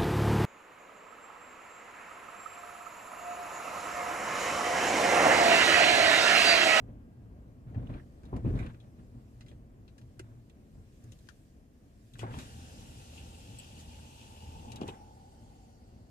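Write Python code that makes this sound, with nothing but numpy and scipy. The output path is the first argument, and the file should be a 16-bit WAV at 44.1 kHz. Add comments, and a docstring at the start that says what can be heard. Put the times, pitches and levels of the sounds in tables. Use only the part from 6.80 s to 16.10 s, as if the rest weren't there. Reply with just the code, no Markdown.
"""Window moving in a slow car

Inside a car rolling slowly, the cabin booms with road noise, front and rear wheels jolt over a patch and trim ticks.
A window motor starts with a clunk, drags the glass through its seal and stops; air comes in through the gap.
Shaped noise makes rumble, rubbing and draught; struck resonances make knocks and ticks; sines make the motor hum.
Two microphone ports a hand apart hear the door from the left."""
import sys
import numpy as np
from scipy import signal
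from scipy.fft import rfft, irfft, next_fast_len
from scipy.io import wavfile
from scipy.ndimage import uniform_filter1d, map_coordinates

SR = 44100
rng = np.random.default_rng(int(sys.argv[2]) if len(sys.argv) > 2 else 0)


def bounce(signal):
    """Save signal as a 16-bit WAV file at the path given by the first command-line argument."""
    frames = np.transpose(np.atleast_2d(signal))
    limited = np.clip(frames, -1, 1)
    pcm = np.round(limited * 32767).astype(np.int16)
    wavfile.write(sys.argv[1], SR, pcm)


N = 410130

# Steady road rumble: (time [s], level [dB])
ROAD_LEVEL = [(0.0, -48), (0.3, -52.5), (0.9, -51.5), (1.4, -50.5), (2.0, -53), (2.9, -53.5), (3.5, -55.5),
              (4.5, -57), (5.3, -57), (5.7, -51), (6.3, -53), (7.0, -52.5), (7.4, -54), (7.9, -49),
              (8.3, -55), (9.3, -55)]
# Relative spectrum of the cabin rumble: (frequency [Hz], density [dB per Hz])
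CABIN_SPECTRUM = [(13, -59), (22, -21.5), (31, -7), (45, -1.5), (75, -1.5), (118, -3.5), (156, -10),
                  (190, -9.5), (232, -6), (338, -16), (493, -20.5), (680, -23.5), (860, -32), (1100, -33),
                  (2500, -46), (3250, -52), (5500, -120)]
# Likeness of the two ports in the cabin: (frequency [Hz], correlation [0-1])
CABIN_ALIKE = [(30, .998), (48, .99), (75, .9), (130, .96), (290, .88), (640, .6), (1400, .55), (3000, .4)]
# Jolts from the road, then from the door as the window starts and stops:
# (time [s], length [s], floor pan boom [dB], air mode [dB], body panels [dB], rattle [dB])
JOLTS = [(0.086, 0.013, -53, -56, -51.5, -76), (0.87, 0.098, -47.5, -47.5, -55.5, -74),
         (0.97, 0.018, -37, -43.5, -44.5, -66), (1.027, 0.041, -43, -47, -50.5, -67.5),
         (1.096, 0.059, -40.5, -50.5, -45, -60), (1.442, 0.059, -47.5, -54, -57, -74),
         (1.54, 0.036, -38, -46, -39.5, -62.5), (1.653, 0.049, -31.5, -33, -41, -60.5),
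         (1.741, 0.038, -34.5, -49, -42, -60), (1.802, 0.069, -42, -48.5, -44.5, -56.5),
         (2.034, 0.016, -55.5, -56, -59.5, -75), (2.188, 0.013, -67, -57, -55.5, -72),
         (2.348, 0.048, -65, -51.5, -59, -78), (2.71, 0.015, -53, -67, -58.5, -78),
         (3.208, 0.024, -63, -51.5, -63.5, -87), (3.377, 0.18, -61, -56, -66.5, -78),
         (3.951, 0.051, -52.5, -59, -63, -82), (4.25, 0.032, -63, -50.5, -62, -80),
         (5.359, .03, -51, -48, -77, -82), (5.423, 0.025, -47, -43.5, -48, -56.5),
         (5.513, 0.085, -45.5, -50.5, -50, -55.5), (6.413, 0.027, -49, -63, -67, -82),
         (7.938, 0.059, -51, -56, -54, -65), (8.014, 0.022, -49, -51, -41, -59),
         (8.078, 0.02, -60, -51, -49, -55)]
# Relative spectrum of the floor pan: (frequency [Hz], density [dB per Hz])
BOOM_SPECTRUM = [(15, -42), (25, -2.5), (53, 4), (97, 4), (140, 0.5), (190, -13.5), (300, -70)]
# Relative spectrum of the body panels: (frequency [Hz], density [dB per Hz])
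BODY_SPECTRUM = [(110, -34), (170, 3.5), (240, 5), (310, -0.5), (400, -10), (520, -9.5), (800, -17.5),
                 (1300, -27), (2200, -79)]
# Relative spectrum of loose trim: (frequency [Hz], density [dB per Hz])
RATTLE_SPECTRUM = [(530, -33), (900, -2.5), (1560, -3.5), (2000, -8.5), (3000, -16), (3600, -14),
                   (7000, -52), (10000, -34), (14000, -58)]
# Dull blows: (time [s], nominal peak [dB], pitch struck [Hz], brightness [dB], t60 of the push [s])
KNOCKS = [(0.943, -43, 500, -2, 0.12), (0.977, -29, 110, -48, 0.052), (1.097, -36.5, 231, -18, 0.087),
          (1.528, -29.5, 367, -15, 0.15), (1.53, -39.5, 1030, -10, 0.051), (1.647, -18.5, 136, -40, 0.053),
          (1.66, -23.5, 231, -40, 0.092), (1.677, -19, 135, -51, 0.09), (1.704, -29, 298, -41, .08),
          (1.738, -21, 160, -53, 0.061), (1.765, -24, 135, -44, 0.092), (3.397, -36.5, 410, -32, 0.093),
          (5.391, -45.5, 334, -11, 0.11), (5.431, -30, 390, -14, 0.1), (5.437, -35, 598, -20, 0.069),
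          (5.49, -45, 776, -8, 0.16), (5.541, -37.5, 269, 6, 0.076), (5.566, -37, 236, -7, 0.26),
          (8.015, -27.5, 377, -18, 0.14), (8.084, -30.5, 480, -18, 0.14)]
# Door panel resonances before scatter: (frequency [Hz], width [Hz], strength [dB])
PANEL_MODES = [(131, 43, 8.5), (251, 43, -2), (379, 97, 5), (472, 96, -2), (602, 52, -4), (776, 63, -4.5),
               (970, 210, -1.5)]
# Trim ticks: (time [s], nominal peak [dB], pitch struck [Hz], upper middle [dB], treble [dB],
# t60 of the push [s])
TICKS = [(0.945, -61.5, 1800, -20, -28, .09), (0.998, -62, 1550, -19, -34, .05),
         (1.07, -59.5, 2780, -20, -11, .044), (1.1049, -65, 2500, -18, -40, 0.04),
         (1.138, -54, 2390, -5, -19, 0.057), (1.1962, -55, 1510, -26, -38, 0.055),
         (1.433, -61.5, 2090, -8, -6, 0.13), (1.4528, -61.5, 3700, -8, -7, 0.075),
         (1.5636, -51.5, 1860, -11, -6, 0.055), (1.655, -57, 2190, -20, -34, .15),
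         (1.753, -61, 4200, -5, -13, 0.055), (1.777, -52, 1580, -14, -12, .05),
         (1.7893, -44.5, 2150, -21, -15.5, 0.15), (1.8285, -53, 2400, -14, -34, 0.059),
         (1.863, -51, 2400, -6, -8, 0.03), (1.913, -63, 1500, -12, -33, 0.035),
         (1.944, -59.5, 2040, -12, -24, 0.042), (2.0003, -59, 3700, -10, -9, .12),
         (2.6078, -52.5, 2050, -1, -7, 0.096), (2.6628, -60, 2110, -8, -10, 0.17),
         (2.6824, -56.5, 3600, -15, -7, 0.16), (2.714, -60, 1900, -5, -17, 0.09),
         (3.0784, -58.5, 2070, 1, -10, .094), (3.18, -57, 1650, -6, -3, 0.074),
         (3.214, -62.5, 1920, -8, -9, 0.063), (3.3934, -42, 1890, -14, -8.5, 0.057),
         (3.6968, -60.5, 2770, -11, -8, 0.046), (4.239, -60, 2020, -13, 6, 0.054),
         (4.3194, -52.5, 3100, -6, 3.5, 0.067), (4.388, -62, 4100, -8, 4, .05),
         (4.47, -64, 2050, -8, -9, 0.058), (4.487, -47.5, 1680, -7, -9, 0.069),
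         (5.3357, -54.5, 3720, -10, -1, 0.084), (5.3534, -53.5, 1650, -16, -29, .07),
         (5.386, -53.5, 7600, -10, -14, 0.17), (5.3922, -44, 2550, -12, -7, 0.11),
         (5.4145, -52, 1630, -10, -15, 0.2), (5.465, -46.5, 1630, -12, -9, 0.2),
         (5.5373, -48.5, 2150, -17, -27, 0.038), (5.5877, -43, 3200, -10, 0, 0.26),
         (6.7863, -42, 7810, -12, -12, 0.064), (7.189, -61, 1650, -16, -19, 0.065),
         (7.9193, -46.5, 2620, -2, 1, 0.069), (7.9591, -44, 4000, -8, -1, 0.05),
         (8.0128, -48, 2820, -5, -10, 0.081), (8.032, -48.5, 2910, -14, -20, .036),
         (8.0785, -46, 2940, -10, 1, 0.051), (8.0864, -41, 2880, -12, -17, 0.069)]
# Plastic trim resonances before scatter: (frequency [Hz], width [Hz], strength [dB])
TRIM_MODES = [(1600, 440, 5), (1840, 370, 4), (2080, 180, -3.5), (2396, 180, 2), (2940, 330, 0.5),
              (3110, 110, 3), (3390, 130, 4), (3800, 110, 7), (4250, 63, 1.5), (5500, 230, -17),
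              (7260, 140, -26), (7850, 140, 3), (8400, 220, -9)]
# Motor hum: (multiple of the shaft rate [x], level [dB])
SHAFT_ORDERS = [(1, -0.5), (2, -15), (3, -21), (10, -23.5)]
# Pane resonances, each passed with the whole set squared: (frequency [Hz], width [Hz], strength [dB])
PANE_MODES = [(2580, 440, 1.5), (2858, 220, 6.5), (3290, 670, -0.5)]
# The pane binds in the seal: (time [s], length [s], squeal [dB], hiss [dB])
CATCHES = [(5.41, .01, -65, -61), (5.543, 0.011, -57, -71), (5.834, .01, -67, -68), (6.204, .01, -66, -79),
           (6.347, 0.029, -69, -63), (6.385, 0.0091, -55.5, -65), (6.8, .006, -55, -66),
           (6.833, 0.0071, -59, -64), (6.997, 0.013, -66, -59), (7.413, .006, -62, -70),
           (7.43, .01, -60.5, -68), (7.97, 0.0045, -59.5, -66), (8.023, .01, -64, -65),
           (8.087, 0.0084, -64, -61.5)]
# Relative spectrum of the felt seal: (frequency [Hz], density [dB per Hz])
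SEAL_SPECTRUM = [(700, -47), (1100, -11), (1390, -12), (1800, -12.5), (2150, -16), (3000, -8), (3800, -9),
                 (5500, -9.5), (7700, -9.5), (10000, -14.5), (13800, -22.5), (15500, -45)]
# Relative spectrum of the duller scrape: (frequency [Hz], density [dB per Hz])
DRAG_SPECTRUM = [(700, -40), (1100, -14), (1500, 0), (2000, -5.5), (2600, -42)]
# Tyre roar through the opening: (time [s], level [dB])
ROAR_LEVEL = [(5.45, -47.5), (5.59, -63), (7.41, -65.5), (7.97, -64), (8.6, -70), (9.3, -73.5)]
# Relative spectrum of the tyre roar: (frequency [Hz], density [dB per Hz])
ROAR_SPECTRUM = [(200, -21), (330, -10), (500, -1), (680, -6.5), (950, -2.5), (1100, -34), (1500, -13),
                 (2200, -70)]
# A narrow whirr that climbs and sinks: (time [s], frequency [Hz], level [dB])
WHIRR_GLIDE = [(5.6, 761.5, -69), (6.5, 793, -67.5), (7.4, 877.5, -64), (7.92, 845, -54), (8.1, 826, -54),
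               (8.5, 804, -63.5), (9.3, 740, -74)]
# Draught through the opening: (time [s], hiss [dB], slot tone [dB])
DRAUGHT_LEVELS = [(7.9, -79, -79), (8.074, -66.5, -82), (8.242, -70.5, -77.5), (8.738, -71.5, -77.5),
                  (9.3, -77.5, -80.5)]
# Relative spectrum of the draught hiss: (frequency [Hz], density [dB per Hz])
DRAUGHT_SPECTRUM = [(880, -18), (1500, 2.5), (1560, -35), (1670, -3), (2420, -5), (2830, -0.5),
                    (3760, -3.5), (4570, -14), (5450, -3.5), (7300, -2), (12400, -13.5), (14800, -22),
                    (15500, -26)]
# The draught sings in the slot; the set is squared: (frequency [Hz], width [Hz], strength [dB])
SLOT_MODES = [(4540, 1200, 13), (7300, 700, -13)]
# Someone shifts in the seat: (time [s], level [dB])
CLOTH_LEVEL = [(0.0, -84), (0.87, -82), (1.11, -77), (1.6, -78), (1.8, -68.5), (1.97, -78.5), (2.6, -77),
               (2.9, -82.5), (3.25, -78), (3.7, -79.5), (4.47, -71), (4.89, -80.5), (5.4, -71)]
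# Relative spectrum of the cloth: (frequency [Hz], density [dB per Hz])
CLOTH_SPECTRUM = [(880, -34), (1500, -3), (1580, 1), (1750, 0.5), (2070, -4), (2520, -0.5), (3440, -2.5),
                  (7670, -2), (15500, -13.5)]
# Faint thin tones that come and go: (time [s], length [s], mean frequency [Hz], level [dB])
WHINES = [(0.0, 0.57, 1610, -89.5), (5.948, 0.62, 1392, -84)]
# Relative spectrum of the microphone hiss: (frequency [Hz], density [dB per Hz])
SELF_NOISE_SPECTRUM = [(710, -26), (1200, -11.5), (1800, -6.5), (3100, -15), (8000, -22.5), (14500, -18),
                       (16000, -18)]

# The door's sound reaches the left port first; the rumble comes from a wider arc.
LEAD_S, CABIN_LEAD_S = 0.000422, 0.00031
TOP_HZ = 15500
LEAD_IN = 441  # samples of silence ahead of each blow

JOLT_RISE_DB_S, JOLT_FALL_DB_S = 690, 195
RUMBLE_IN_JOLT_DB = -8  # road rumble relative to the boom
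# The air mode relative to the rumble between jolts, its random swing, and its fall after a jolt.
MODE_DB, MODE_SWING_DB, MODE_FALL_DB_S = -13.5, 5, 116

# Noise of each port's own relative to the shared noise; first push relative to the noisy ones.
TICK_APART, TICK_FIRM, KNOCK_FIRM = 1.3, .55, 1.1
THIN_DB = 7  # bottom lost by high ticks for each octave above the lowest trim ring
TRIM_FALL_DB = 24  # loss of ring for each octave away from the pitch struck
# Positive pan is louder on the left; early ticks reach the right port first, later ones the left.
DOOR_FROM_S, SEAT_PAN_DB, DOOR_PAN_DB, PAN_SCATTER_DB = 5.0, 1.5, 5, 5

RUN_S, STOP_S = 5.56, 7.95  # the window travels
SHAFT_HZ, HUM_DB = 78.6, -58  # at middling load
# The load cycles once a turn of the lift gear: period, a heavy moment, swings of level and of shaft rate.
TURN_S, HEAVY_S, LOAD_DB, LOAD_HZ = .635, 5.8, 7.5, 1
SQUEAL_DB, PEAK_S, ARCH_DB = -67, 7.1, 1.5  # the base level rises to twice the arch at the peak
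# The hiss sags throughout the slide and eases faster near the end.
HISS_DB, HISS_SAG_DB_S, EASE_S, EASE_DB_S = -59, 1.15, 7.57, 6
CATCH_RISE_DB_S, CATCH_FALL_DB_S = 400, 450
DRAG_DB, DRAG_FADE_DB_S = -65, 22  # a duller scrape that thins out as the pane leaves the seal


def road():
    """Tyres on coarse asphalt excite the cabin; jolts raise the rumble and ring the lengthwise air mode."""
    s, length, boom_db, mode_db = np.transpose(JOLTS)[:4]
    steady = gains(ROAD_LEVEL)[0]
    shaken, = swells(s, length, [boom_db + RUMBLE_IN_JOLT_DB], JOLT_RISE_DB_S, JOLT_FALL_DB_S)
    rung, = swells(s, length, [mode_db], JOLT_RISE_DB_S, MODE_FALL_DB_S)
    rumble_gain = np.hypot(steady, shaken) * amp(0.94 * wobble(11))
    rumble = rumble_gain * rush(shape(CABIN_SPECTRUM), CABIN_ALIKE, CABIN_LEAD_S)
    mode_gain = np.hypot(rung, steady * amp(MODE_DB + MODE_SWING_DB * wobble(8.6)))
    mode = rush(lambda hz: ringing([(116, 22, 0)])(hz) ** 2, [(116, 1.0)], CABIN_LEAD_S)
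    return (rumble + mode_gain * mode) * amp([[.4], [-.4]])


def jolts():
    """Each shake booms in the floor pan, drums the body panels and sets loose trim chattering."""
    s, length, boom_db, _, body_db, rattle_db = np.transpose(JOLTS)
    levels_db = [boom_db, body_db, rattle_db]
    boom, body, rattle = swells(s, length, levels_db, JOLT_RISE_DB_S, JOLT_FALL_DB_S)
    low = boom * rush(shape(BOOM_SPECTRUM), CABIN_ALIKE, CABIN_LEAD_S)
    drum_noise = amp(1.7 * wobble(40)) * rush(shape(BODY_SPECTRUM), CABIN_ALIKE, CABIN_LEAD_S)
    chatter = amp(3.2 * wobble(70)) * rush(shape(RATTLE_SPECTRUM), [(2000, .6)], LEAD_S)
    return (low + body * unit(drum_noise) + rattle * unit(chatter)) * amp([[.4], [-.4]])


def knocks():
    """Dull blows ring the door panel's resonances, most strongly near the pitch struck."""
    out = np.zeros((2, N + SR))
    for s, db, pitch_hz, bright_db, t60 in KNOCKS:
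        panel = struck(PANEL_MODES, pitch_hz, fall_db=17.0, scatter_db=4.4)
        tilt = shape([(300, -22.0), (850, bright_db + 6.0), (1250, bright_db - 0.5), (2500, -54)])
        knock = blow(t60, 0.00153, 0.27, KNOCK_FIRM, lambda hz: panel(hz) * tilt(hz))
        onset_rms = np.sqrt(np.mean(knock[:, LEAD_IN:LEAD_IN + SR // 50] ** 2))
        start = round(s * SR) - LEAD_IN
        out[:, start:start + knock.shape[1]] += amp(db - 11.5) * knock / onset_rms
    return early(out[:, :N], CABIN_LEAD_S) * amp([[.5], [-.5]])


def ticks():
    """Plastic trim slips and ticks: a noisy crack and the short rings of the part."""
    out = np.zeros((2, N + SR))
    for s, db, pitch_hz, middle_db, treble_db, t60 in TICKS:
        door = s > DOOR_FROM_S
        pan_db = (DOOR_PAN_DB if door else SEAT_PAN_DB) + rng.normal(0, PAN_SCATTER_DB)
        trim = struck(TRIM_MODES, pitch_hz, fall_db=TRIM_FALL_DB, scatter_db=4.0)
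        thin_db = THIN_DB * max(np.log2(pitch_hz / TRIM_MODES[0][0]), 0)
        broad = shape([(500, -41), (1000, -16 - thin_db), (2000, -7 - thin_db), (3800, middle_db),
                       (7000, treble_db - 4.5), (11000, treble_db - 13), (15000, treble_db - 25)])
        top = shape([(3500, 0), (5500, treble_db / 2)])

        def crack_and_ring(hz):
            """The broad crack, a quarter cycle turned, plus rings thinned below 1200 Hz."""
            ring = amp(3) * trim(hz) * np.minimum(hz / 1200, 1) ** 2 * top(hz)
            return 1j * broad(hz) + ring

        tick = blow(t60, 0.000907, TICK_APART, TICK_FIRM, crack_and_ring)
        onset_rms = np.sqrt(np.mean(tick[:, LEAD_IN:LEAD_IN + SR // 200] ** 2))
        tick = tick / onset_rms * amp([[pan_db / 2], [-pan_db / 2]])
        # Shift the left port earlier for the door, later for the seat.
        tick[0] = np.roll(tick[0], round(LEAD_S * SR) * (-1 if door else 1))
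        start = round(s * SR) - LEAD_IN
        out[:, start:start + tick.shape[1]] += amp(db - 5.0) * tick
    return out[:, :N]


def motor():
    """Shaft orders hum through the door; the cycling load moves speed and strength."""
    load = np.cos(2 * np.pi * (np.arange(N) / SR - HEAVY_S) / TURN_S)
    shaft_hz = (SHAFT_HZ + LOAD_HZ * load) * (1 + 0.01152 * wobble(12))
    phase = 2 * np.pi * np.cumsum(shaft_hz) / SR
    hum = sum(amp(db + 0.33 * wobble(12)) * np.sin(k * phase) for k, db in SHAFT_ORDERS)
    running, = swells([RUN_S], STOP_S - RUN_S, [[HUM_DB]], rise_db_s=600, fall_db_s=300)
    return np.sqrt(2) * running * amp(LOAD_DB * load) * hum * amp([[.3], [-.3]])


def glass():
    """The pane rubs through the felt seal: grainy friction in the pane's resonances and a broad hiss."""
    t = np.arange(N) / SR
    slide_squeal, slide_hiss = swells([RUN_S], STOP_S - RUN_S - .03, [[SQUEAL_DB], [HISS_DB]],
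                                      rise_db_s=134, fall_db_s=391)
    s, length, *levels_db = np.transpose(CATCHES)
    catch_squeal, catch_hiss = swells(s, length, levels_db, CATCH_RISE_DB_S, CATCH_FALL_DB_S)
    arch_db = ARCH_DB * (2.0 - np.minimum((t - PEAK_S) ** 2, 2))
    squeal = np.hypot(slide_squeal * amp(arch_db + 0.28 * wobble(9)), catch_squeal)
    sag_db = -HISS_SAG_DB_S * (t - RUN_S) - EASE_DB_S * np.maximum(t - EASE_S, 0)
    hiss = np.hypot(slide_hiss * amp(sag_db), catch_hiss)

    alike = [(1500, 0.71), (3000, 0.2), (7000, 0.016), (12000, 0.084)]
    grain = amp(1.3 * wobble(40) + 1.8 * wobble(200))
    rub = squeal * unit(grain * rush(lambda hz: ringing(PANE_MODES)(hz) ** 2, alike, LEAD_S))
    felt = hiss * patchy(rush(shape(SEAL_SPECTRUM), alike, LEAD_S), depth_db=1.3)
    drag, = swells([RUN_S], 0, [[DRAG_DB]], rise_db_s=153, fall_db_s=DRAG_FADE_DB_S)
    scrape = patchy(rush(shape(DRAG_SPECTRUM), alike, LEAD_S), depth_db=3.0)
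    felt += drag * (t < STOP_S) * scrape
    return rub * amp([[1.4], [-1.4]]) + felt * amp([[.4], [-.4]])


def outside():
    """Tyre roar, a narrow whirr and a hissing, singing draught come through the opening."""
    hiss, tone = gains(DRAUGHT_LEVELS)
    roar = gains(ROAR_LEVEL)[0] * rush(shape(ROAR_SPECTRUM), [(700, 0.8)], LEAD_S)
    draught = hiss * patchy(rush(shape(DRAUGHT_SPECTRUM), [(4000, 0.11)], LEAD_S), depth_db=2.5)
    slot = tone * rush(lambda hz: ringing(SLOT_MODES)(hz) ** 2, [(4000, 0.33)], LEAD_S)
    return roar + whirr() + draught + slot


def whirr():
    """Slow noise on a gliding carrier makes a narrow band that follows the pitch."""
    hz = curves(WHIRR_GLIDE)[0]
    phase = 2 * np.pi * (np.cumsum(hz) / SR + np.outer([LEAD_S, 0], hz))
    slow = lambda f: 1 / (1 + (f / 65) ** 2)
    band = rush(slow, [(50, 0.98)]) * np.cos(phase) + rush(slow, [(50, 0.58)]) * np.sin(phase)
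    return gains(WHIRR_GLIDE)[1] * band


def quiet():
    """Cloth rustle, the faint tones and the microphone's own hiss."""
    cloth = gains(CLOTH_LEVEL)[0] * patchy(rush(shape(CLOTH_SPECTRUM), [(4000, 0.033)]), depth_db=1.6)
    return cloth + whines() + amp(-81.0) * rush(shape(SELF_NOISE_SPECTRUM), [(4000, .01)])


def whines():
    """Slightly unsteady sines, equal in both ports."""
    out = np.zeros(N)
    for s, length, hz, db in WHINES:
        gain, = swells([s], length, [[db]], rise_db_s=33, fall_db_s=40)
        flutter = amp(1.8 * wobble(15))
        out += gain * flutter * np.sin(2 * np.pi * np.cumsum(hz + 3 * wobble(12)) / SR)
    return np.sqrt(2) * out


def blow(t60, rise_s, apart, firm, response):
    """A firm first push, then dying random ones, through a response; the sound starts LEAD_IN samples in."""
    t = np.maximum(np.arange(SR // 4) - LEAD_IN, 0) / SR
    noise = rng.standard_normal((3, len(t)))
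    envelope = amp(-60 * t / max(t60, .005)) * (1 - np.exp(-t / rise_s))
    push = (noise[0] + apart * noise[1:]) * envelope
    push[:, LEAD_IN + round(rise_s * SR)] += firm * np.linalg.norm(push[0])
    return irfft(rfft(push) * response(np.fft.rfftfreq(len(t), 1 / SR)), len(t))


def struck(modes, pitch_hz, fall_db, scatter_db):
    """Modes near the pitch struck ring most; fall_db per octave away, and new strengths each time."""
    hit = []
    for c, w, db in modes:
        away_db = fall_db * abs(np.log2(c / pitch_hz))
        hit.append((c, w, db - away_db + rng.normal(0, scatter_db)))
    return ringing(hit)


def ringing(modes):
    """Causal response of (centre [Hz], width [Hz], strength [dB]) resonances, alternating in sign."""
    def response(f):
        """Sum of the resonances at the frequencies f."""
        return sum((-1) ** k * amp(db) * 1j * f * w / (c * c - f * f + 1j * f * w)
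                   for k, (c, w, db) in enumerate(modes))
    return response


def rush(response, alike, lead_s=0):
    """Stereo noise of rms 1; the ports share part of it and the left one leads."""
    m = next_fast_len(N)
    hz = np.fft.rfftfreq(m, 1 / SR)
    turn = np.arccos(np.clip(along(alike, hz), -1, 1)) / 2  # the angle sets the likeness
    real, imaginary = rng.standard_normal((2, 2, len(hz)))
    mid, side = (real + 1j * imaginary) * response(hz) * [np.cos(turn), np.sin(turn)]
    left = (mid + side) * np.exp(2j * np.pi * hz * lead_s)
    return unit(irfft([left, mid - side], m)[:, :N])


def patchy(x, depth_db):
    """Random gain patches, a few hundred Hz wide and tens of ms long."""
    z = signal.stft(x, nperseg=512)[2]
    field = uniform_filter1d(rng.standard_normal(z.shape[1:]), size=7, axis=0)
    field = uniform_filter1d(field, size=8, axis=1)
    return unit(signal.istft(z * amp(depth_db * unit(field)), nperseg=512)[1][:, :N])


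def swells(starts, lengths, levels_db, rise_db_s, fall_db_s):
    """Gain curves, one for each column of levels: every event rises, holds and falls."""
    t = np.arange(0, N / SR, .002)
    s = np.asarray(starts)[:, None]
    before = np.maximum(s - t, 0)
    after = np.maximum(t - s - np.reshape(lengths, (-1, 1)), 0)
    form = amp(-rise_db_s * before - fall_db_s * after)
    # Overlapping events add in power.
    return [np.interp(np.arange(N) / SR, t, np.sqrt(amp(c) ** 2 @ form ** 2)) for c in levels_db]


def wobble(rate):
    """A smooth random curve, rate knots a second."""
    coarse = np.arange(0, N + 16, 16)
    knots = rng.standard_normal(int(N * rate / SR) + 4)
    return np.interp(np.arange(N), coarse, map_coordinates(knots, [coarse * rate / SR]))


def curves(rows, beyond=None):
    """One value per sample for each column after the time."""
    s, *cols = np.transpose(rows)
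    return [np.interp(np.arange(N) / SR, s, c, beyond, beyond) for c in cols]


def gains(rows):
    """Gain curves from dB columns, fading over 10 ms to silence beyond the table."""
    return [uniform_filter1d(amp(np.minimum(c, 0)), size=441) for c in curves(rows, -140)]


def early(pair, lead_s):
    """The left port hears the sound lead_s before the right one."""
    return np.array([filtered(pair[0], lambda hz: np.exp(2j * np.pi * hz * lead_s)), pair[1]])


def filtered(x, response):
    """x passed through a complex response of frequency."""
    m = next_fast_len(N + SR // 2)
    return irfft(rfft(x, m) * response(np.fft.rfftfreq(m, 1 / SR)), m)[..., :N]


def shape(points):
    """Response of a (frequency [Hz], level [dB]) spectrum."""
    return lambda hz: amp(along(points, hz))


def along(points, hz):
    """Read (frequency [Hz], value) points on a log frequency axis."""
    f, v = np.transpose(points)
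    return np.interp(np.log(hz + 1), np.log(f + 1), v)


def amp(db):
    """Decibels to linear gain."""
    return 10 ** (np.asarray(db) / 20)


def unit(x):
    """Scale to an rms of 1."""
    return x / np.sqrt(np.mean(x ** 2) + 1e-20)


def scene():
    """The rolling cabin, its jolts and ticks, the window and the quiet bed add up."""
    return road() + jolts() + knocks() + ticks() + motor() + glass() + outside() + quiet()


def record(dry):
    """A sharp band limit keeps nothing from TOP_HZ upward."""
    return filtered(dry, lambda hz: hz < TOP_HZ)


dry = scene()
out = record(dry)
bounce(out)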